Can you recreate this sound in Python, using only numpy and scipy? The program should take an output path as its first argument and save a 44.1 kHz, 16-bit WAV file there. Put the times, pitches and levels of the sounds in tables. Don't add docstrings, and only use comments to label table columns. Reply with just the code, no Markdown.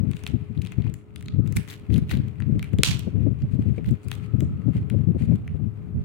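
import sys
import numpy as np
from scipy import signal
from scipy.fft import rfft, irfft, next_fast_len
from scipy.io import wavfile
from scipy.ndimage import uniform_filter1d, map_coordinates

SR = 44100
rng = np.random.default_rng(int(sys.argv[2]) if len(sys.argv) > 2 else 0)


def unload_audio(sound):
    columns = np.transpose(np.atleast_2d(sound))
    steps = np.round(np.clip(columns, -1, 1) * 32767)
    wavfile.write(sys.argv[1], SR, steps.astype(np.int16))


N = 266452

# t/s, relative level/dB, tips' share (0-1)
SNAP_HITS = [(2.834, 0, 0.93), (2.8347, 2.5, 0.12)]


def amp(db):
    return 10 ** (np.asarray(db) / 20)


def unit(x):
    return x / np.sqrt(np.mean(x ** 2) + 1e-20)


def along(points, hz):
    freqs, values = np.transpose(points)
    return np.interp(np.log(hz + 1), np.log(freqs + 1), values)


def curve(points):
    times, values = np.transpose(points)
    return np.interp(np.arange(N) / SR, times, values)


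def wobble(rate):
    return map_coordinates(rng.standard_normal(int(N * rate / SR) + 4), [np.arange(N) * rate / SR])


def swells(rows, rest_db, rise_s, fall_s):
    t = np.arange(N) / SR
    power = amp(rest_db) ** 2 + np.zeros(N)
    for start, length, db in rows:
        away = np.maximum(start - t, 0) / rise_s + np.maximum(t - start - length, 0) / fall_s
        near = away < 4
        power[near] += amp(db - 20 * away[near]) ** 2
    return 10 * np.log10(power)


def filtered(x, response):
    n = x.shape[-1]
    padded = next_fast_len(n + n // 4)
    return irfft(rfft(x, padded) * response(np.fft.rfftfreq(padded, 1 / SR)), padded)[..., :n]


def coloured(x, spectrum):
    return unit(filtered(x, lambda hz: amp(along(spectrum, hz))))


def add(track, s, sound):
    part = track[..., round(s * SR):][..., :sound.shape[-1]]
    part += sound[..., :part.shape[-1]]


def stereo_noise(n, spread):
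    mid, side = rng.standard_normal((2, n))
    return np.array([mid + spread * side, mid - spread * side])


def burst(t, rise_s, spread):
    return stereo_noise(len(t), spread) * t / rise_s * np.exp(-t / rise_s)


def fan(waver_rad):
    # f/Hz, level/dB
    tones = [(104, -48.5), (417, -56)]
    # f/Hz, relative level/dB
    air_spectrum = [(20, -12), (100, 4), (200, -8.5), (300, -2.5), (420, -16.5), (520, -18), (900, -25.5),
                    (1300, -25), (2600, -46.5), (4000, -53.5), (16000, -54)]
    # t/s, level/dB
    rush_levels = [(0, -44), (1.07, -50.5), (1.6, -46)]
    t = np.arange(N) / SR
    hum = 0
    for hz, db in tones:
        peak = amp(db + 1.5 * wobble(3.3)) * np.sqrt(2)
        hum += peak * np.sin(2 * np.pi * hz * t + waver_rad * wobble(8.3))
    air = coloured(stereo_noise(N, spread=0.74), air_spectrum)
    return hum * amp([[1], [-3]]) + amp(curve(rush_levels) + wobble(6.2)) * air


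def swirl(spectrum, smooth_s):
    noise = coloured(rng.standard_normal(N), spectrum)
    power = np.abs(uniform_filter1d(noise * noise, int(smooth_s * SR)))
    return noise / np.sqrt(power + 0.0053)


def draught(port, calm_db, eddy_db, growth):
    # start/s, length/s, relative level/dB, port ("L" or "R")
    gusts = [(0, 0.11, -20, "L"), (0.141, 0.012, -28, "L"), (0.234, 0.0059, -26.5, "L"),
             (0.294, 0.03, -25.5, "L"), (0.341, 0.014, -16, "L"), (0.411, 0.017, -28, "L"),
             (0.5, 0.01, -24.5, "L"), (0.574, 0.029, -20.5, "L"), (0.631, 0.026, -26.5, "L"),
             (0.784, 0.021, -17.5, "L"), (0.847, 0.049, -22.5, "L"), (1.243, 0.16, -36, "R"),
             (1.338, 0.034, -22, "L"), (1.387, 0.013, -13.5, "L"), (1.418, 0.11, -22.5, "L"),
             (1.561, 0.042, -23.5, "L"), (1.563, 0.011, -18.5, "R"), (1.896, 0.035, -16, "L"),
             (1.937, 0.051, -15.5, "L"), (1.981, 0.27, -31, "R"), (2.022, 0.007, -19.5, "L"),
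             (2.133, 0.01, -13, "L"), (2.17, 0.033, -18.5, "L"), (2.227, 0.069, -26.5, "L"),
             (2.402, 0.037, -23.5, "L"), (2.465, 0.11, -19, "L"), (2.524, 0.11, -30, "R"),
             (2.73, 0.02, -16.5, "L"), (2.766, 0.025, -24, "R"), (2.789, 0.02, -18, "L"),
             (2.877, 0.029, -21, "R"), (2.919, 0.038, -23, "L"), (2.97, 0.098, -31.5, "L"),
             (3.143, 0.18, -19, "L"), (3.435, 0.01, -17, "R"), (3.414, 0.031, -26, "L"),
             (3.534, .025, -19.5, "L"), (3.592, 0.0078, -16.5, "L"), (3.605, 0.03, -26.5, "R"),
             (3.66, 0.058, -18, "L"), (3.879, 0.0069, -15.5, "R"), (3.908, 0.029, -17, "L"),
             (4.059, 0.015, -23, "L"), (4.099, 0.24, -32, "L"), (4.341, 0.0083, -14, "L"),
             (4.385, 0.067, -18.5, "L"), (4.423, 0.13, -28.5, "R"), (4.462, 0.18, -29, "L"),
             (4.658, 0.049, -18, "L"), (4.754, 0.01, -17.5, "L"), (4.754, 0.075, -25, "R"),
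             (4.768, 0.12, -28, "L"), (4.914, 0.097, -17.5, "L"), (5.035, 0.0095, -21.5, "L"),
             (5.073, 0.042, -17, "L"), (5.105, 0.38, -33, "R"), (5.151, 0.015, -19, "L"),
             (5.211, 0.029, -19, "L"), (5.28, 0.068, -16, "L"), (5.5, 0.026, -26.5, "R"),
             (5.548, 0.0066, -18, "L"), (5.599, 0.084, -21.5, "L"), (5.948, 0.059, -22.5, "R")]
    # t/s, relative level/dB
    calm_levels = [(0, -47.5), (.95, -35), (1.03, -53), (1.16, -39), (1.8, -44), (2.4, -35.5), (3.9, -30),
                   (4.0, -61.5), (4.1, -40.5), (5.75, -37), (5.9, -34)]
    # f/Hz, relative level/dB
    rumble_spectrum = [(25, -24), (50, -17.5), (75, -3.5), (110, 0.5), (170, -5.5), (250, -18), (400, -34),
                       (700, -46), (1500, -95.5)]
    eddy_spectrum = [(60, -29.5), (130, 1.5), (220, 6), (330, -7), (500, -20.5), (800, -46.5),
                     (4000, -80.5)]
    port_gusts = [row for *row, side in gusts if side == port]
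    wind_db = swells(port_gusts, curve(calm_levels) + calm_db, rise_s=0.012, fall_s=0.031)
    rumble = amp(wind_db + 2 + np.tanh(wobble(32))) * swirl(rumble_spectrum, smooth_s=0.033)
    growth_db = growth * np.minimum(wind_db + 18.5, 2)
    small_db = wind_db + eddy_db + growth_db + 4 * np.tanh(wobble(55))
    return rumble + amp(small_db) * swirl(eddy_spectrum, smooth_s=0.047)


def crackle(rate, scatter_db, life_s):
    sizes = amp(scatter_db * np.minimum(rng.exponential(size=N), 3))
    creases = sizes * (rng.random(N) < rate / SR)
    t = np.arange(SR // 100) / SR
    power = np.abs(signal.fftconvolve(creases ** 2, np.exp(-t / life_s))[:N])
    return np.sqrt(power) * stereo_noise(N, spread=1.0)


def rustle(slide_db, fizz_db, stray_db):
    # start/s, length/s, relative rustle level/dB, relative fizz level/dB
    slides = [(0.12, 0.084, -52.5, -62), (0.62, 0.12, -51.5, -76), (0.79, 0.1, -51, -82),
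              (1.455, 0.073, -52, -66), (3.41, .025, -58, -71.5), (3.513, 0.049, -55, -67),
              (3.6, .02, -56.5, -71), (3.686, .02, -54, -72), (3.745, 0.033, -51, -67.5),
              (4.036, 0.013, -69.5, -61.5), (4.231, 0.033, -49.5, -68), (4.744, 0.039, -47.5, -67.5),
              (5.191, 0.068, -49, -63.5), (5.276, 0.088, -56, -75)]
    # t/s, relative level/dB
    stir_levels = [(0, -55), (.9, -60.5), (1.05, -65.5), (2.2, -58.5), (4.5, -57.5), (6.04, -64)]
    # f/Hz, relative level/dB
    slide_spectrum = [(300, 1.5), (800, 0), (1400, -3), (2400, 4.5), (3200, -5), (4400, -15.5),
                      (5200, -21.5), (8000, -32)]
    fizz_spectrum = [(3000, -18.5), (4400, 0.5), (5500, -12), (7000, -1.5), (9200, -1), (12000, -13.5),
                     (15500, -10)]
    stir_db = curve(stir_levels)
    body_db = swells(np.array(slides)[:, [0, 1, 2]], stir_db, rise_s=0.023, fall_s=0.013)
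    top_db = swells(np.array(slides)[:, [0, 1, 3]], stir_db - 21.5, rise_s=0.023, fall_s=0.013)
    swish = unit(crackle(rate=2900, scatter_db=0, life_s=0.0018))
    strays = unit(crackle(rate=30, scatter_db=2, life_s=0.0009))
    grains = (swish + amp(stray_db) * strays) * amp(1.8 * wobble(30))
    body = amp(body_db + slide_db) * coloured(grains, slide_spectrum)
    return body + amp(top_db + fizz_db) * coloured(grains, fizz_spectrum)


def pops(body_db, tick_db, sharpness, lag_s):
    # t/s, relative ring level/dB, ring f/Hz, relative tick
    # level/dB
    creases = [(.113, -45.5, 2480, -49), (0.133, -43, 2320, -72), (.167, -44, 2600, -49),
               (0.2367, -43.5, 2230, -44.5), (0.2649, -29, 2470, -41), (0.275, -44, 2390, -41),
               (0.5743, -52, 3570, -65), (0.6166, -41.5, 2930, -51), (0.621, -55, 2650, -48),
               (0.6494, -45.5, 2780, -51), (.662, -46, 3160, -53), (.67, -43, 3300, -52),
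               (0.7199, -42, 2620, -49), (0.82, -48.5, 2650, -65), (0.8762, -54, 2800, -69),
               (0.898, -55, 2800, -60), (0.94, -50.5, 2820, -44), (1.1594, -43, 3240, -46),
               (1.2088, -50, 2420, -54), (1.2253, -50.5, 2320, -51.5), (1.259, -50.5, 3480, -54),
               (1.2827, -39.5, 3330, -55), (1.4617, -52.5, 2340, -64.5), (1.4747, -49, 2660, -49),
               (1.5242, -49, 1990, -44), (1.563, -41, 2100, -37), (1.5675, -29.5, 2000, -28),
               (1.6768, -46, 2360, -52), (1.6885, -47, 2400, -47), (1.7001, -40, 3750, -46),
               (1.707, -51, 3640, -44), (1.737, -45, 2940, -48), (1.797, -57, 2300, -60),
               (1.902, -46.5, 2360, -60), (1.941, -38, 3540, -48), (1.96, -41, 2580, -50),
               (1.98, -42.5, 1570, -44), (2.0956, -39, 2570, -50), (2.1124, -31, 2220, -42),
               (2.121, -43, 2200, -55), (2.171, -44.5, 2920, -51.5), (2.283, -57.5, 3630, -57.5),
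               (2.402, -41.5, 1900, -56), (2.421, -42.5, 2360, -69), (2.593, -38.5, 2150, -49.5),
               (2.627, -39.5, 2220, -43), (2.6424, -51, 2300, -50), (2.7322, -45, 1940, -54),
               (2.7854, -36, 3080, -41.5), (2.993, -42.5, 3260, -37), (3.42, -51.5, 2970, -67.5),
               (3.8437, -46.5, 2180, -61), (3.8905, -51, 2120, -55), (3.91, -63, 3560, -50.5),
               (4.084, -48.5, 2140, -44.5), (4.1149, -31, 2310, -37.5), (4.152, -53, 2400, -46.5),
               (4.4053, -42.5, 2770, -42.5), (4.767, -49, 2460, -56.5), (4.899, -40.5, 2350, -46),
               (5.357, -53.5, 2310, -55.5), (5.477, -44, 2036, -58)]
    # f/Hz, relative level/dB
    film_spectrum = [(200, -26), (700, 2.5), (1400, 2.5), (2300, -1), (4200, -1), (5200, -12.5),
                     (7000, -9.5), (12000, -36)]
    tick_spectrum = [(2000, -26), (4800, -4.5), (7300, 1.5), (9500, 1), (12000, -8.5), (15500, -4.5)]
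    out = np.zeros((2, N))
    t = np.maximum(np.arange(-128, 896) / SR, 0)
    lead_s = np.sum(t == 0) / SR
    for s, ring_db, pitch_hz, bright_db in creases:
        def patch(hz):
            resonance = 1j * hz / (pitch_hz ** 2 - hz ** 2 + 1j * hz * pitch_hz / sharpness)
            return amp(along(film_spectrum, hz)) * resonance
        push = burst(np.maximum(t - lag_s, 0), rise_s=0.00055, spread=0.48)
        body = unit(filtered(push, patch))
        tick = coloured(burst(t, rise_s=0.00041, spread=1.0), tick_spectrum)
        add(out, s - lead_s, amp(ring_db + body_db) * body + amp(bright_db + tick_db) * tick)
    return out


def nearby_echoes(x, scatter_db, fade_s):
    t = np.arange(SR // 50) / SR
    echoes = rng.standard_normal((2, len(t))) * amp(-60 * t / fade_s) * (t > 0.0015)
    echoes /= np.linalg.norm(echoes[0])
    return x + amp(scatter_db) * signal.fftconvolve(x, echoes, axes=1)[:, :N]


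def room(x, gap_s, build_s):
    # f/Hz, time to fade by 60 dB/s
    fade_times = [(1000, .5), (2300, 0.47), (3700, 0.35), (5000, .33), (8000, .3), (15000, 0.29)]
    hz, t, bands = signal.stft(x, SR, nperseg=128)
    energy = uniform_filter1d(np.abs(bands) ** 2, size=3, axis=0)
    late = np.maximum(t[t < 1] - gap_s, 0)
    decay = (amp(-60 * late / along(fade_times, hz)[:, None]) * (1 - np.exp(-late / build_s))) ** 2
    decay /= decay.sum(1, keepdims=True)
    stored = np.abs(signal.fftconvolve(energy, decay, axes=1)[:, :len(t)])
    lumps = amp(2.6 * wobble(420))
    noise = signal.stft(lumps * rng.standard_normal((2, N)), nperseg=128)[2]
    return signal.istft(noise / noise.std() * np.sqrt(stored), nperseg=128)[1][:, :N]


def whine(centre_hz, width_hz):
    # start/s, length/s, level/dB
    spells = [(1.3, 0.17, -66), (4.2, 0.43, -63.5)]
    level_db = swells(spells, -np.inf, rise_s=0.47, fall_s=0.4)
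    noise = stereo_noise(N, spread=0.61)
    return amp(level_db) * unit(filtered(noise, lambda hz: 1 / (1 + ((hz - centre_hz) / width_hz) ** 2)))


def taps():
    # t/s, relative level/dB
    touches = [(1.568, -32.5), (2.628, -32), (2.643, -39), (3.782, -40), (5.478, -44.5)]
    # f/Hz, relative level/dB, time to fade by 60 dB/s
    box_tones = [(2300, -5.5, 0.034), (2322, -1.5, 0.012)]
    out, t = np.zeros(N), np.arange(SR // 10) / SR
    ring = sum(amp(db - 60 * t / fade_s) * np.sin(2 * np.pi * hz * t) for hz, db, fade_s in box_tones)
    for s, db in touches:
        add(out, s, amp(db) * ring)
    return out


def tearing():
    # start/s, length/s, crunch level/dB, fizz level/dB
    cuts = [(1.569, 0.0035, -44, -41), (1.683, .058, -49, -52.5), (1.919, 0.071, -51.5, -60),
            (2.086, 0.067, -47, -58), (2.102, 0.018, -42, -48), (3.859, 0.04, -54, -61),
            (4.111, 0.03, -51.5, -58)]
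    # f/Hz, relative level/dB
    crunch_spectrum = [(600, -6.5), (1300, -2), (2200, 5), (3000, 2), (4200, -2), (5500, -28), (9000, -30)]
    fizz_spectrum = [(3300, -21), (4900, -2), (15500, -2)]
    crunch_db = swells(np.array(cuts)[:, [0, 1, 2]], -np.inf, rise_s=0.015, fall_s=0.012)
    fizz_db = swells(np.array(cuts)[:, [0, 1, 3]], -np.inf, rise_s=0.015, fall_s=0.012)
    rips = crackle(rate=480, scatter_db=3.5, life_s=0.0005)
    return amp(crunch_db) * coloured(rips, crunch_spectrum) + amp(fizz_db) * coloured(rips, fizz_spectrum)


def puffs(gain_db, rise_s):
    # t/s, relative level/dB
    strikes = [(2.741, -32.5), (2.792, -26), (3.074, -23.5), (3.27, -19), (3.783, -25.5), (4.424, -28),
               (4.684, -23.5), (4.944, -23), (5.087, -28.5), (5.153, -25.5), (5.319, -23.5)]
    # f/Hz, relative level/dB
    puff_spectrum = [(60, -23), (150, 0), (280, 2.5), (420, -9.5), (600, -15.5), (850, -35.5), (4000, -77)]
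    strength, t = np.zeros(N), np.arange(SR // 10) / SR
    for s, db in strikes:
        add(strength, s - rise_s, amp(db + gain_db) * t / rise_s * np.exp(1 - t / rise_s))
    return strength * swirl(puff_spectrum, smooth_s=0.076)


def snap(split_hz, crack_db, knock_db, attack_s):
    # f/Hz, relative level/dB, time to fade by 60 dB/s
    steel_tones = [(1370, -8, 0.0037), (2400, -2.5, 0.0046), (3350, -1.5, 0.0048), (4100, -7, .008),
                   (5157, -10, 0.009), (6700, -9, .005), (8600, 4, 0.002), (13450, -15.5, 0.0034)]
    out, t = np.zeros((2, N)), np.arange(SR // 20) / SR
    skew = np.array([[1], [-1]]) * np.pi / 6
    for s, db, tips in SNAP_HITS:
        ring = 0
        for k, (hz, tone_db, fade_s) in enumerate(steel_tones):
            share = tips if hz > split_hz else 1 - tips
            sign = (-1) ** k
            ring += sign * share * amp(tone_db - 60 * t / fade_s) * np.sin(2 * np.pi * hz * t + sign * skew)
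        crack = amp(crack_db) * burst(t, rise_s=0.000097, spread=0.8)
        knock = amp(knock_db - 60 * t / 0.0082) * np.sin(2 * np.pi * 560 * t)
        attack = 1 - np.exp(-t / attack_s)
        add(out, s, amp(db) * ((ring + knock) * attack + crack))
    return out


def snap_at_walls():
    # f/Hz, relative level/dB
    click_spectrum = [(200, -21), (680, -7.5), (1050, -13.5), (1500, -10), (2300, -8), (3400, 3),
                      (4700, -7), (6700, -7), (8000, -10), (11000, -18), (15500, -25)]
    click = np.zeros(N)
    for s, db, _ in SNAP_HITS:
        click[round(s * SR)] = amp(db)
    return coloured(click, click_spectrum)


def scene():
    plastic = pops(body_db=-8.5, tick_db=-9, sharpness=2.7, lag_s=0.00098)
    plastic += rustle(slide_db=-5, fizz_db=-2.5, stray_db=-4.5) + tearing() + taps()
    steel = snap(split_hz=4800, crack_db=-2.5, knock_db=-15, attack_s=0.00021)
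    near = nearby_echoes(plastic * amp([[2.5], [-3]]) + steel, scatter_db=-15, fade_s=0.031)
    dull_plastic = filtered(plastic[0], lambda hz: 1 / (1 + 1j * hz / 8000))
    spreading = amp(-8) * dull_plastic + amp(-45) * snap_at_walls()
    walls = room(spreading, gap_s=0.0085, build_s=0.0017) * amp([[-2], [1.5]])
    left = draught("L", calm_db=2, eddy_db=-7, growth=1.0) + puffs(gain_db=6, rise_s=0.0054)
    right = draught("R", calm_db=-10, eddy_db=-11.5, growth=0.15)
    return near + walls + np.array([left, right]) + fan(waver_rad=0.97) + whine(centre_hz=1275, width_hz=84)


def record(dry):
    bass_hz, ceiling, top_hz = 34, 0.88, 16300
    thinned = filtered(dry, lambda hz: hz ** 4 / (hz ** 4 + bass_hz ** 4))
    rounded = thinned / (1 + np.abs(thinned / ceiling) ** 6) ** (1 / 6)
    return filtered(rounded, lambda hz: 1 / (1 + (hz / top_hz) ** 120))


dry = scene()
out = record(dry)
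unload_audio(out)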